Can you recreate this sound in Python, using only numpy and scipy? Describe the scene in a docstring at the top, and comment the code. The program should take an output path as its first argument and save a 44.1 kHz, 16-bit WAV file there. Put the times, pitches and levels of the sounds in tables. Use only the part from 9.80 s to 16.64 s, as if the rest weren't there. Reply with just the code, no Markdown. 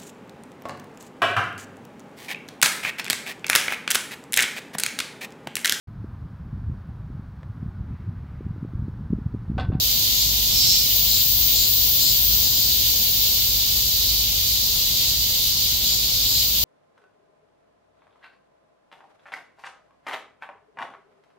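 """Cicadas in a summer wood.

A stereo microphone stands under the trees; a few near males stand out from a far drone and hiss.
Each buckles his two tymbals in turn, and the abdomen colours the clicks: now a full buzz, now a
thin shrill. A faint low rumble and hum, as of a distant town, lies beneath."""
import sys
import numpy as np
from scipy import signal
from scipy.fft import rfft, irfft, next_fast_len
from scipy.io import wavfile

SR = 44100
rng = np.random.default_rng(int(sys.argv[2]) if len(sys.argv) > 2 else 0)


def bounce(signal):
    """Save signal as a 16-bit WAV file at the path given by the first command-line argument."""
    frames = np.transpose(np.atleast_2d(signal))
    limited = np.clip(frames, -1, 1)
    pcm = np.round(limited * 32767).astype(np.int16)
    wavfile.write(sys.argv[1], SR, pcm)


N = 301644

# body resonances of a full buzz and a thin shrill: f/Hz, width/Hz, relative level/dB, left-right/dB
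FULL_BUZZ = [(4150, 770, 3.5, 14), (4850, 600, 5, -1), (5020, 960, 1.5, 18), (6500, 150, 0, 23),
             (7154, 850, 0, 6)]
THIN_SHRILL = [(12180, 1620, -12.5, 2), (14150, 2000, -4.5, 7.5), (15270, 870, 3, 14)]
BUZZ_ATTACK_S, BUZZ_RELEASE_S = 0.06, 0.09
SHRILL_ATTACK_S, SHRILL_RELEASE_S = 0.25, 0.32


def from_db(db):
    """Decibels to gain."""
    return 10 ** (np.asarray(db) / 20)


def rms_one(x):
    """Scale to unit rms."""
    return x / np.sqrt(np.mean(x ** 2) + 1e-20)


def pan(db):
    """Left and right gains for a level difference, power kept."""
    gains = from_db(np.array([[1], [-1]]) * db / 2)
    return gains / np.sqrt(np.mean(gains ** 2, axis=0))


def in_time(points):
    """Read a curve over time, sample by sample."""
    times, values = np.transpose(points)
    return np.interp(np.arange(N) / SR, times, values)


def at_hz(points, hz):
    """Read a spectrum on a log-frequency axis."""
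    f, value = np.transpose(points)
    return np.interp(np.log(hz + 1e-6), np.log(f), value)


def drift(rate_hz):
    """Random wander of unit rms, mostly slower than rate_hz."""
    step, settle = 40, 2000
    r = np.exp(-2 * np.pi * rate_hz * step / SR)
    noise = rng.standard_normal(N // step + settle + 2)
    slow = signal.lfilter([1], [1, -2 * r, r * r], noise)[settle:]
    return np.interp(np.arange(N) / step, np.arange(len(slow)), rms_one(slow))


def resonate(x, hz, width):
    """One resonance with gain 1 at its peak."""
    r = np.exp(-np.pi * width / SR)
    feedback = [1, -2 * r * np.cos(2 * np.pi * hz / SR), r * r]
    return signal.lfilter(np.array([1, 0, -1]) * (1 - r * r) / 2, feedback, x)


def diffuse(spectrum, flicker_db, flicker_hz):
    """Wavering noise that reaches the microphone from all round, alike on both sides only in the bass."""
    # likeness of the two sides: f/Hz, correlation
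    likeness = [(30, 0.89), (100, 1), (180, 0.92), (350, 0.74), (700, 0.41), (1300, -0.33), (2500, -0.022),
                (16000, -0.13)]
    # the left side hears more bass and more of the treetops: f/Hz, left-right/dB
    lean = [(60, 0.5), (300, 3), (1300, 1.5), (3000, 1.5), (4600, -0.5), (6500, 0), (9500, -1.5),
            (12000, -2), (14500, 4.5)]
    size = next_fast_len(N)
    hz = np.fft.rfftfreq(size, 1 / SR)
    mid, side = rfft(rng.standard_normal((2, size)))
    alike = np.clip(at_hz(likeness, hz), -1, 1)
    stereo = np.sqrt(1 + alike) * mid + np.sqrt(1 - alike) * side * [[1], [-1]]
    in_band = (hz > spectrum[0][0]) & (hz < spectrum[-1][0])
    gain = from_db(at_hz(spectrum, hz)) * in_band * pan(at_hz(lean, hz))
    noise = irfft(gain * stereo, size)[:, :N]
    return rms_one(noise * from_db(flicker_db * drift(flicker_hz)))


def town():
    """Far beyond the wood traffic rumbles and machinery hums, each tone part steady, part wavering."""
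    # traffic spectrum: f/Hz, relative level/dB
    rumble_spectrum = [(13, -40), (22, -22), (38, -3), (59, -5), (76, -4), (107, -7.5), (141, -9.5),
                       (383, -20.5), (459, -19.5), (1290, -25.5), (1700, -28), (2210, -61), (3740, -120)]
    # course of the rumble, which the hum follows: t/s, level/dB
    rumble_level = [(0, -37.5), (2.4, -36.5), (4.5, -38), (6.84, -37.5)]
    # machinery tones: f/Hz, width/Hz, level against the rumble/dB, steady share of the power
    tones = [(53, 3, -1.5, 0.35), (62.1, 3.3, -8.5, 0.36), (100.1, 2.8, -8, 0.88), (120.9, 1.6, -14, 0.08),
             (239, 4, -26, 0.34)]
    t, hum = np.arange(N) / SR, 0
    for hz, width, db, share in tones:
        phase = 2 * np.pi * hz * t
        steady = np.sqrt(2 * share) * np.cos(phase)
        wavering = drift(width) * np.cos(phase) + drift(width) * np.sin(phase)
        hum += from_db(db) * (steady + np.sqrt(1 - share) * wavering)
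    rumble = diffuse(rumble_spectrum, flicker_db=0.5, flicker_hz=6.4)
    return from_db(in_time(rumble_level)) * (hum * pan(1.8) + rumble)


def far_chorus():
    """Hundreds of far males merge into a slowly sinking drone, with a shrill hiss from the crowns."""
    # three bands of the chorus: f/Hz, relative level/dB
    low_band = [(1500, -36.5), (2000, -17), (2500, -14.5), (2950, -4.5), (3600, -1.5), (3850, 0.5),
                (4100, -28)]
    upper_band = [(3500, -33), (3800, -5.5), (4100, 0.5), (4650, 2), (5200, -1.5), (5900, -3), (6600, -2.5),
                  (7400, -9), (8100, -16), (9000, -13.5), (10000, -17.5), (11500, -16)]
    hiss_band = [(9000, -32), (10200, -25), (11200, -8.5), (12400, 0), (13400, 1.5), (14600, 3.5),
                 (15700, 1.5), (17000, -22)]
    # the hiss ebbs and returns: t/s, level/dB
    hiss_level = [(0, -23), (2.0, -23.3), (3.8, -23), (4.8, -25), (6.25, -26), (6.84, -22)]
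    sinking = from_db(-0.243 * np.arange(N) / SR)  # dB per second
    low = from_db(-28.5) * diffuse(low_band, flicker_db=1.35, flicker_hz=10.8)
    upper = from_db(-23.5) * diffuse(upper_band, flicker_db=0.77, flicker_hz=7)
    hiss = from_db(in_time(hiss_level)) * diffuse(hiss_band, flicker_db=0.5, flicker_hz=11)
    return sinking * (low + upper) + hiss


def tymbals(beat_hz, wander, skew, weak_db=-2.0, jitter_s=2e-6, uneven_db=1.84):
    """Two tymbals click in turn, one a little weaker and late by a share skew of the click spacing."""
    beat_hz = beat_hz * (1 + wander * drift(12.23))
    turn = 2 * np.cumsum(beat_hz) / SR + 2 * rng.random()
    nearest = np.round(turn).astype(int)
    weak = nearest % 2
    timing, strength = rng.standard_normal((2, N // 20))
    samples_away = ((turn - nearest - skew * weak) / (2 * beat_hz) + jitter_s * timing[nearest]) * SR
    clicks = np.sinc(samples_away) * np.exp(-(samples_away / 8) ** 2)
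    return clicks * from_db(weak_db * weak + uneven_db * strength[nearest])


def body(clicks, modes):
    """Clicks ring the body; each resonance has steep flanks and radiates in its own direction."""
    sound = 0
    for k, (hz, width, db, side_db) in enumerate(modes):
        ring = resonate(resonate(clicks, hz, width), hz, width)
        sound += ring * (-1) ** k * from_db(db) * pan(side_db)
    return rms_one(sound)


def wood(x, wet_db, t60_s=0.3):
    """Trunks and leaves scatter a dying cloud of echoes, different on each side of the microphone."""
    t = np.arange(SR // 2) / SR
    response = rng.standard_normal((2, len(t))) * from_db(-60 * t / t60_s)
    response /= np.sqrt(np.sum(response ** 2, axis=1, keepdims=True))
    echoes = signal.fftconvolve(x, response, axes=1)[:, :N]
    wet = from_db(wet_db)
    return (x + wet * echoes) / np.sqrt(1 + wet ** 2)


def crowd(count=4):
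    """Males at middle distance, each at a pace of his own, swelling and sinking."""
    # body resonances: f/Hz, width/Hz, relative level/dB, left-right/dB
    modes = [(3853, 1790, 4, -5), (4900, 750, -4.5, 2), (6840, 1850, -2.5, 2), (13870, 3100, 1.5, 4)]
    clicks = 0
    for pace_hz in np.linspace(155, 188, count) + rng.normal(0, 2, count):
        beat_hz = pace_hz * (1 + 0.01 * drift(0.97))
        clicks += tymbals(beat_hz, wander=0.003, skew=0.019) * from_db(2.66 * drift(6.3))
    return rms_one(wood(body(clicks, modes), wet_db=7.5))


def envelope(calls, attack_s, release_s):
    """Gain of a row of calls: each is fully open at its time, holds for its length and dies away."""
    t, gain = np.arange(N) / SR, 0
    for start, length, db in calls:
        corners = [start - attack_s, start, start + length, start + length + release_s]
        gain += from_db(db) * np.interp(t, corners, [0, 1, 1, 0])
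    return gain


def beat_rate(hz, held_s, hz_per_s):
    """Beat rate of one tymbal: a male holds his pace, then tires or warms up evenly."""
    return hz + hz_per_s * np.maximum(np.arange(N) / SR - held_s, 0)


def male(voices, beat_hz, wet_db, wander, skew):
    """One male's clicks feed each voice (gain, resonances) as his abdomen stretches and relaxes."""
    clicks = tymbals(beat_hz, wander, skew)
    return wood(sum(gain * body(clicks, modes) for gain, modes in voices), wet_db)


def distant_male():
    """Farther off, heard mostly through his echoes, a male buzzes softly and swells about twice a second."""
    # body resonances: f/Hz, width/Hz, relative level/dB, left-right/dB
    modes = [(4130, 1120, 2.5, 0.22), (5040, 1500, -4, -1), (6730, 3200, -11, 1)]
    # the soft buzz and the swells on top: t/s, length/s, level/dB
    spell = [(2.7, 4.1, -42.5)]
    swells = [(2.78, 0.09, -28), (3.39, 0.06, -29), (3.75, 0.05, -32), (4.21, 0.1, -28), (4.76, 0.09, -28),
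              (5.21, 0.07, -28), (5.66, 0.16, -29.5), (6.1, 0.05, -29), (6.3, 0.13, -26.5),
              (6.55, 0.04, -29)]
    buzz = envelope(spell + swells, attack_s=0.14, release_s=0.11)
    beat_hz = beat_rate(177.9, held_s=2.75, hz_per_s=-4.5)
    return male([(buzz, modes)], beat_hz, wet_db=10.0, wander=0.025, skew=0.02)


def late_male():
    """Some way from the microphone, a male warms up late with two short buzzes."""
    # buzzes: t/s, length/s, level/dB
    calls = [(6.06, 0.06, -26.5), (6.52, 0.06, -22.5)]
    buzz = envelope(calls, BUZZ_ATTACK_S, BUZZ_RELEASE_S)
    beat_hz = beat_rate(160, held_s=6.0, hz_per_s=14)
    return male([(buzz, FULL_BUZZ)], beat_hz, wet_db=3.0, wander=0.006, skew=0.018)


def fading_male():
    """Fairly near, one long buzz gives way to a thin shrill that runs down."""
    # body resonances of his buzz: f/Hz, width/Hz, relative level/dB, left-right/dB
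    modes = [(4020, 620, -2.5, -3), (4640, 630, -0.5, -5), (5220, 340, 6.5, -22), (5600, 590, -2.5, 23),
             (6430, 570, -6.5, -2), (7430, 540, -7.5, 13), (8500, 310, -13, 3)]
    # the buzz and the spell of shrilling: t/s, length/s, level/dB
    calls = [(0.81, 0.14, -17.5)]
    spell = [(1.12, 2.35, -26.5)]
    buzz = envelope(calls, attack_s=0.14, release_s=0.11)
    shrill = envelope(spell, SHRILL_ATTACK_S, SHRILL_RELEASE_S)
    beat_hz = beat_rate(187.7, held_s=2.12, hz_per_s=-16.0)
    return male([(buzz, modes), (shrill, THIN_SHRILL)], beat_hz, wet_db=1.0, wander=0.002, skew=0.02)


def pumping_male(dip_db=-10, hurry_hz=3.0):
    """The nearest male: each pump of the abdomen opens the buzz, damps the shrill, hurries the tymbals."""
    # the buzzes, and the spell of shrilling before its dips: t/s, length/s, level/dB
    calls = [(0.38, 0.08, -27), (1.31, 0.07, -23.5), (1.775, 0.065, -22), (2.22, 0.08, -21.8),
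             (2.64, 0.16, -27.5)]
    spell = [(1.24, 1.32, -19.8)]
    buzz = envelope(calls, BUZZ_ATTACK_S, BUZZ_RELEASE_S)
    effort = buzz / buzz.max()
    shrill = envelope(spell, SHRILL_ATTACK_S, SHRILL_RELEASE_S) * from_db(dip_db * effort)
    shrill = shrill * pan(-4.5)  # draws the left-leaning shrill towards the middle
    beat_hz = beat_rate(198.6, held_s=2.0, hz_per_s=-5.0) + hurry_hz * effort ** 2
    voices = [(buzz, FULL_BUZZ), (shrill, THIN_SHRILL)]
    return male(voices, beat_hz, wet_db=-5.0, wander=0.0012, skew=0.032)


def scene():
    """From under the trees: single males in front of the crowd, the far chorus and the town."""
    males = pumping_male() + fading_male() + distant_male() + late_male()
    return males + from_db(-26) * crowd() + far_chorus() + town()


def record(dry, cutoff_hz=15750):
    """The microphone signal is cut steeply at the top."""
    return signal.sosfilt(signal.ellip(14, 0.1, 90, cutoff_hz, fs=SR, output="sos"), dry)


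dry = scene()
out = record(dry)
bounce(out)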